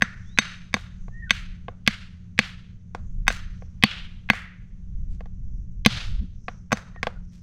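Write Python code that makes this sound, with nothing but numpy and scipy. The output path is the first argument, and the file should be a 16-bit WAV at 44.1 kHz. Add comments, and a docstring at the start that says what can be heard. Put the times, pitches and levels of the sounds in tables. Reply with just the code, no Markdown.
"""Hammer on stone, sandy shore

A hammer cracks down on a hand-held stone. Each blow is a clack of damped modes and grit, with brief iron and
stone rings, a low sand thud and decaying noise as forest echo. Softer nudges and showers of sand grains follow.
Underneath: wavering low tones and a dull drone like a far boat engine, shaped noise for wind, water and leaves,
narrow noise for insects, gliding sines for bird whistles. A limiter and a clipper hold the peaks."""
import sys
import numpy as np
from scipy import signal
from scipy.fft import rfft, irfft, next_fast_len
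from scipy.io import wavfile
from scipy.ndimage import uniform_filter1d, minimum_filter1d

SR = 44100
rng = np.random.default_rng(int(sys.argv[2]) if len(sys.argv) > 2 else 0)


def master_out(mix):
    """Clip the mix to full scale and print it as 16-bit PCM to the path in sys.argv[1]."""
    frames = np.transpose(np.atleast_2d(mix))
    ceiling = np.clip(frames, -1, 1)
    pcm = np.round(ceiling * 32767).astype(np.int16)
    wavfile.write(sys.argv[1], SR, pcm)


N = 327222
T = np.arange(N) / SR
AGE = T[:4096]  # s since a hit
ECHO_AGE = T[:24576]  # s since an echo began
IMPULSE = 1.0 * (AGE == 0)


def undb(db):
    """Decibels to gain."""
    return 10 ** (np.asarray(db) / 20)


def unit(x):
    """Scale to rms 1."""
    return x / np.sqrt(np.mean(x ** 2))


def burst(x, seconds):
    """Scale a hit to the energy of rms 1 held for so many seconds."""
    return x * np.sqrt(seconds * SR / np.sum(x ** 2))


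def add(out, start_s, x):
    """Mix x into out from start_s."""
    i = max(int(start_s * SR), 0)
    out[i:i + len(x)] += x[:N - i]


def gains(points, n):
    """Gain of (Hz, dB) points at the bins of an n-point transform."""
    hz, db = np.transpose(points)
    bin_hz = np.arange(n // 2 + 1) * SR / n
    return undb(np.interp(np.log(bin_hz + 1), np.log(hz), db))


def noise(points):
    """Steady noise of rms 1 with a spectrum of (Hz, dB) points."""
    n = next_fast_len(N, True)
    spectrum = rfft(rng.standard_normal(n)) * gains(points, n)
    return unit(irfft(spectrum, n)[:N])


def colour(x, points, size=512):
    """Short causal (minimum-phase) filter with a response of (Hz, dB) points."""
    cepstrum = irfft(np.log(gains(points, size)))[:size // 2]
    cepstrum[1:] *= 2
    impulse_response = irfft(np.exp(rfft(cepstrum, size)))
    return signal.fftconvolve(x, impulse_response)[:len(x)]


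def resonate(x, hz, q):
    """One broad resonance."""
    b, a = signal.iirpeak(min(hz, SR / 4), q, fs=SR)
    return signal.lfilter(b, a, x)


def walk(rate_hz, size=N):
    """Slow random wander with a spread near 1."""
    at = np.arange(size) * (rate_hz / SR)
    knots = rng.standard_normal(int(at[-1]) + 2)
    return np.interp(at, np.arange(len(knots)), knots)


def glide(hz):
    """Sine that follows a varying pitch."""
    return np.sin(2 * np.pi * np.cumsum(hz) / SR)


def fade(t60_s, age=AGE):
    """Exponential decay, 60 dB in t60_s."""
    return np.exp(-np.log(1000) * age / t60_s)


def hum(drone_db=-45.0, waver=0.004, waver_hz=4.3):
    """A few low engine-like tones waver over a dull drone."""
    # low tones: pitch_hz, level_db
    hum_tones = [(80.7, -50), (118, -58), (177.4, -51)]
    # drone spectrum: freq_hz, gain_db
    drone_spectrum = [(20, -3), (50, -6), (90, -0.5), (125, -1.5), (150, -13.5), (180, -5), (220, -12),
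                      (260, -27), (350, -31), (550, -38), (1000, -59), (8000, -110)]
    out = undb(drone_db) * noise(drone_spectrum)
    for hz, db in hum_tones:
        out += undb(db) * unit(glide(hz * (1 + waver * walk(waver_hz))))
    return out


def shore(eddy_db=3.5, eddies_per_s=8, air_db=-76, air_spread_db=2.3):
    """Gusts, broken up by eddies, buffet the microphone; faint water and leaves hiss."""
    # wind spectrum: freq_hz, gain_db
    gust_spectrum = [(15, 2), (35, 4), (60, -5.5), (100, -11), (200, -26), (400, -46.5), (1000, -79),
                     (8000, -120)]
    # wind strength before eddies: time_s, level_db
    wind_strength = [(0.0, -44.5), (0.77, -44.5), (0.98, -37), (1.61, -38.5), (1.82, -42.5), (2.87, -48.5),
                     (3.01, -36), (3.29, -31), (4.48, -45), (5.04, -30), (5.32, -32.5), (5.6, -30.5),
                     (5.74, -33.5), (6.23, -27.5), (6.44, -38), (6.86, -42.5), (7.07, -35.5), (7.42, -41)]
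    # water and leaf hiss spectrum: freq_hz, gain_db
    air_spectrum = [(100, -6.5), (600, -1), (1400, 2.5), (2500, -0.5), (4500, -7), (7500, -15.5),
                    (10000, -21), (16000, -37.5)]
    strength_db = np.interp(T, *np.transpose(wind_strength))
    wind = noise(gust_spectrum) * undb(strength_db + eddy_db * walk(eddies_per_s))
    air = noise(air_spectrum) * undb(air_db + air_spread_db * walk(1))
    return wind + air


def buffets():
    """Eddies hit the microphone as short, low thumps: octave-wide noise under a smooth swell."""
    # sudden buffets: start_s, length_s, centre_hz, level_db
    buffet_events = [(5.864, 0.14, 100, -32), (6.061, 0.074, 93, -34.5), (6.171, 0.071, 49.6, -24.5),
                     (6.18, 0.093, 143, -38)]
    out = np.zeros(N)
    for start_s, length_s, hz, db in buffet_events:
        n = int(length_s * SR)
        band_hz = [hz / np.sqrt(2), hz * np.sqrt(2)]
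        octave = signal.butter(3, band_hz, "band", fs=SR, output="sos")
        eddy = signal.sosfilt(octave, rng.standard_normal(n + len(AGE)))  # extra samples let the filter settle
        add(out, start_s, undb(db) * unit(eddy[-n:] * np.hanning(n)))
    return out


def shrill(hz, q=5.0):
    """The narrow hiss of many insects: noise through one resonance twice."""
    return unit(resonate(resonate(rng.standard_normal(N), hz, q), hz, q))


def insects(chorus_hz=6100, chorus_db=-80.5, swell_sigma_s=0.079, flicker_db=1.7, flicker_hz=68):
    """A faint chorus, out of which groups swell and sink; its level flickers."""
    # swells before flicker: middle_s, pitch_hz, peak_db
    swell_events = [(.27, 5900, -68), (1.05, 6250, -71.5), (3.08, 6500, -76), (3.62, 5850, -71),
                    (5.55, 5900, -77.5), (6.5, 5850, -66), (7.36, 5700, -72)]
    chorus = undb(chorus_db) * shrill(chorus_hz)
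    for middle_s, hz, db in swell_events:
        swell = np.exp(-0.5 * ((T - middle_s) / swell_sigma_s) ** 2)
        chorus += undb(db) * swell * shrill(hz)
    return chorus * undb(flicker_db * walk(flicker_hz))


def forest_echo(x, t60_s=0.55, near_share=0.11, build_s=0.019, patchy_db=2.0):
    """Nearby rocks scatter the sound at once, then trunks and leaves join in and die away."""
    # forest response: freq_hz, gain_db
    forest_response = [(150, -11.5), (500, 0.5), (900, -5.5), (1400, 5.5), (2500, -0.5), (4500, -2.5),
                       (6500, -7), (9000, -13.5), (15000, -24)]
    size = len(ECHO_AGE)
    build_up = 1 - (1 - near_share) * np.exp(-(ECHO_AGE / build_s) ** 2)
    patches = undb(patchy_db * walk(90, size))
    scatter = rng.standard_normal(size) * build_up * fade(t60_s, ECHO_AGE) * patches
    return burst(signal.fftconvolve(colour(x, forest_response), scatter), 0.1)


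def birds(waver=0.014, waver_hz=270, flutter_db=3, flutter_hz=110, echo_db=-19):
    """Thin, fluttering whistles glide in the trees, which blur them a little."""
    # whistles, pitches before waver: start_s, length_s, first_hz, middle_hz, last_hz, level_db
    bird_whistles = [(0.199, 0.32, 2930, 3990, 5314, -64.5), (1.098, 0.16, 1776, 1853, 1955, -53.5),
                     (1.207, 0.072, 1900, 1830, 1820, -45.5), (1.248, 0.069, 1730, 1500, 1337, -53.5),
                     (6.903, 0.077, 1470, 1470, 1490, -76), (6.934, 0.074, 1910, 1870, 1750, -54.5),
                     (7.151, 0.041, 1435, 1450, 1384, -62.5)]
    out = np.zeros(N)
    for start_s, length_s, first_hz, middle_hz, last_hz, db in bird_whistles:
        n = int(length_s * SR)
        path_hz = np.interp(np.linspace(0, 2, n), np.arange(3), [first_hz, middle_hz, last_hz])
        tone = glide(path_hz * (1 + waver * walk(waver_hz, n)))
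        whistle = unit(tone * np.hanning(n) * undb(flutter_db * walk(flutter_hz, n)))
        add(out, start_s, undb(db) * whistle)
        add(out, start_s, undb(db + echo_db) * forest_echo(whistle))
    return out


def sand(shower_s=0.19, grain_chance=0.1, spread_db=4, thinning=5.1):
    """Sand thrown up patters down: loose grains of very unequal size, a quick shower that thins out."""
    # showers: start_s, level_db
    sand_showers = [(0.742, -64), (1.321, -59), (1.885, -67), (2.419, -63), (3.286, -50.5), (4.315, -57),
                    (5.091, -76), (6.041, -66), (6.734, -66), (7.31, -72)]
    # grain spectrum: freq_hz, gain_db
    grain_spectrum = [(300, -18.5), (1500, 2.5), (4000, 2.5), (7000, 0.5), (10000, -11), (16000, -20.5)]
    out = np.zeros(N)
    n = int(shower_s * SR)
    progress = np.linspace(0, 1, n)
    shower = np.sin(np.pi * progress) * np.exp(-thinning * progress)
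    for start_s, db in sand_showers:
        landed = rng.random(n) < grain_chance
        size_gain = undb(spread_db * np.minimum(rng.exponential(size=n), 4))
        grains = landed * rng.standard_normal(n) * size_gain
        add(out, start_s, undb(db) * burst(colour(grains, grain_spectrum) * shower, 0.28))
    return out


def ring(modes, detune, scatter_db):
    """Damped modes; grip and striking point change their strength, sign and pitch each time."""
    out = np.zeros(len(AGE))
    for hz, db, t60_s in modes:
        strength, shift, sign = rng.standard_normal(3)
        tone = np.sin(2 * np.pi * hz * (1 + detune * shift) * AGE)
        out += np.sign(sign) * undb(db + scatter_db * strength) * fade(t60_s) * tone
    return out


def contact(x, hz, q, knock_db, treble_db):
    """A harder, shorter contact centres the energy higher; a loose stone adds a low knock."""
    return colour(resonate(x, hz, q), [(800, knock_db), (1600, 0), (3500, 0.00049), (6000, treble_db)])


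def clack(crack_db=0, crack_t60_s=0.02, tick_db=-1):
    """A sharp tick and a crunch of crushed grit over the dead modes of stone and hammer."""
    # dead clack of stone against iron, before scatter: pitch_hz, level_db, t60_s
    clack_modes = [(499.8, -6, 0.034), (687, -9, 0.021), (780, -12.5, 0.025), (1105, -4, 0.017),
                   (1640, 0, .02), (2028, -3.5, 0.025), (2195, -7, 0.02), (2470, 2, 0.011),
                   (3150, -9.5, 0.013), (3570, -11.5, 0.027), (3960, -14.5, 0.022), (4710, -13, 0.029),
                   (6000, -15.5, 0.0047)]
    # tick and grit spectrum: freq_hz, gain_db
    crack_spectrum = [(150, -3), (500, -1), (1000, -1), (2500, 0), (6000, -2), (8000, -11), (11000, -18),
                      (16000, -14)]
    body = burst(ring(clack_modes, detune=0.011, scatter_db=1.0), 1)
    grit = burst(rng.standard_normal(len(AGE)) * fade(crack_t60_s), 0.91)
    tick = burst(IMPULSE, 1.0)
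    return body + colour(undb(crack_db) * grit + undb(tick_db) * tick, crack_spectrum)


def off_ground(x, lag_s=0.00268, share=0.5):
    """The sand mirrors the sound a moment later, with less treble."""
    delayed = np.interp(AGE - lag_s, AGE, x, left=0)
    return x + share * colour(delayed, [(2500, -7.5), (6000, -7.5), (10000, -13.0)])


def sand_thud(hz=207, t60_s=0.045, rise_s=0.0032, bed_hz=145, bed_db=-6):
    """The stone sinks into its bed of damp sand and bounces; the bed gives a lower note."""
    swing = np.sin(2 * np.pi * hz * AGE) + undb(bed_db) * np.sin(2 * np.pi * bed_hz * AGE)
    return burst(-swing * fade(t60_s) * (1 - np.exp(-AGE / rise_s)), 0.0077)


def nudges(q=0.9, knock_db=8, thud_db=-10.5, echo_db=-27.5):
    """Hammer drops back or stone is nudged: a dull knock, no ring, slight thud, brief diffuse echo."""
    # light knocks; thud and echo are relative to level_db: start_s, level_db, contact_hz, treble_db
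    nudge_events = [(.767, -36, 1240, -10), (1.082, -47, 700, -11.5), (1.683, -33, 614.5, -14.5),
                    (2.949, -31.5, 830, 4.5), (3.303, -26.5, 1600, -2.5), (3.622, -46, 510, -6.5),
                    (4.334, -30.5, 1585, 2), (5.207, -42.5, 630, 0), (5.258, -50.5, 823, 2.5),
                    (6.4827, -29, 1120, -9), (6.772, -39, 1780, 9), (6.961, -46.5, 974, -18),
                    (7.0301, -23.5, 1600, 1), (7.0696, -23.5, 836, -1)]
    out = np.zeros(N)
    for start_s, db, hz, treble_db in nudge_events:
        knock = contact(clack(crack_db=1, crack_t60_s=0.032), hz, q, knock_db, treble_db)
        near = burst(off_ground(knock), 0.013)
        pulse = contact(IMPULSE, hz, q, knock_db, treble_db)
        echo = forest_echo(pulse, t60_s=0.35, near_share=0.9)
        add(out, start_s, undb(db) * (near + undb(thud_db) * sand_thud()))
        add(out, start_s, undb(db + echo_db) * echo)
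    return out


def first_touch(hz, length_s=0.0047, growth_s=0.00024):
    """Grit on the stone crushes as the hammer closes in, just before the full contact."""
    age = AGE[AGE < length_s]
    crush = resonate(rng.standard_normal(len(age)), hz, q=1.0)
    return burst(crush * np.exp((age - length_s) / growth_s), 0.0024)


def hardness(hz, firm_hz=2200):
    """Octaves by which a contact is brighter than an ordinary firm blow."""
    return np.log2(hz / firm_hz)


def blows(iron_echo_db=5.0, stone_echo_db=-5, touch_db=-18, echo_db=-31.5):
    """Each blow clacks, sets iron and stone ringing, thumps the sand and wakes the forest."""
    # hard blows; iron and thud are relative to strength_db:
    # start_s, strength_db, contact_hz, contact_q, knock_db, treble_db, iron_db, thud_db
    blow_events = [(0.0214, -8.5, 1800, 4, 5, 5.5, -14, -10),
                   (0.387, -3, 2275, 1.17, -2, -0.5, -6.5, -12.5),
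                   (0.7414, -16, 2400, 0.55, 4.5, -4.5, -7, -6),
                   (1.3071, -8.5, 2618, 1.1, -2, -5, -11, -18.5), (1.8762, -7, 2690, 1.1, 0, -1.5, -21, -7),
                   (2.39, -6.5, 2800, 1.35, 5, -3.5, -19.5, -9),
                   (3.2802, -8, 1975, 0.75, -2, -1, -5.5, -20.5), (3.837, 1.5, 2960, 2.5, 8, -4, -31, -4.5),
                   (4.3005, -4.5, 2036, 3.1, 6, -6.5, -24.5, -8.5),
                   (5.8614, 2.5, 3430, 1.63, 11, -2, -27.5, -2),
                   (6.7197, -18.5, 1560, 1.2, 7.5, 1, -16, -11),
                   (6.7278, -16.5, 1580, 1.13, 15.5, 10.5, -9.5, -1)]
    # longer rings of hammer head and stone, before scatter: pitch_hz, level_db, t60_s
    iron_modes = [(3740, -3, 0.046), (6207, 0, 0.043), (8040, -17.5, 0.046)]
    stone_modes = [(4435, -1, 0.062), (4410, -9, 0.033)]
    stone_db, stone_db_per_oct = -22.5, 10.5  # a harder contact rings the stone more
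    tick_lead_s, tick_db = 0.011, -26  # faint tick ahead of each blow
    out = np.zeros(N)
    for start_s, db, hz, q, knock_db, treble_db, iron_db, thud_db in blow_events:
        iron = undb(iron_db) * ring(iron_modes, detune=0.00073, scatter_db=4.0)
        stone_gain = undb(stone_db + stone_db_per_oct * hardness(hz))
        stone = stone_gain * ring(stone_modes, detune=0.0091, scatter_db=4.5)
        near = burst(off_ground(contact(clack(), hz, q, knock_db, treble_db)), 0.0076)
        pulse = burst(contact(resonate(IMPULSE, hz, q=0.25), hz, q, knock_db, treble_db), 0.01)
        echo = forest_echo(pulse + undb(iron_echo_db) * iron + undb(stone_echo_db) * stone)
        touch = first_touch(hz)
        add(out, start_s - tick_lead_s, undb(db + tick_db) * resonate(near, hz, q=0.67))
        add(out, start_s - len(touch) / SR, undb(db + touch_db) * touch)
        add(out, start_s, undb(db) * (near + iron + stone + undb(thud_db) * sand_thud()))
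        add(out, start_s, undb(db + echo_db) * echo)
    return out


def scene():
    """All sources at one microphone."""
    background = hum() + shore() + buffets() + insects() + birds()
    return (background + sand() + nudges() + blows())[None]


def limiter(x, limit_db=-9.5, ratio=2.6, recovery_db_per_s=88.5, window_s=0.004):
    """Gain drops just ahead of a loud blow, then creeps back at a steady dB rate."""
    size = int(window_s * SR)
    level_db = 10 * np.log10(np.abs(uniform_filter1d(x ** 2, size)) + 1e-12)
    excess_db = np.minimum(limit_db - level_db, 0)
    needed_db = minimum_filter1d(excess_db, size) * (1 - 1 / ratio)
    # a running minimum against a rising ramp gives the linear recovery
    recovery_db = recovery_db_per_s * T
    gain_db = np.minimum.accumulate(needed_db - recovery_db, axis=-1) + recovery_db
    return x * undb(uniform_filter1d(gain_db, size))


def record(dry, ceiling=0.93, top_hz=16100):
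    """The recorder limits the hardest blows, clips what still overshoots, then cuts the top."""
    low_pass = signal.ellip(10, 0.2, 90, top_hz, fs=SR, output="sos")
    clipped = np.clip(limiter(dry), -ceiling, ceiling)
    return signal.sosfilt(low_pass, clipped)


dry = scene()
out = record(dry)
master_out(out)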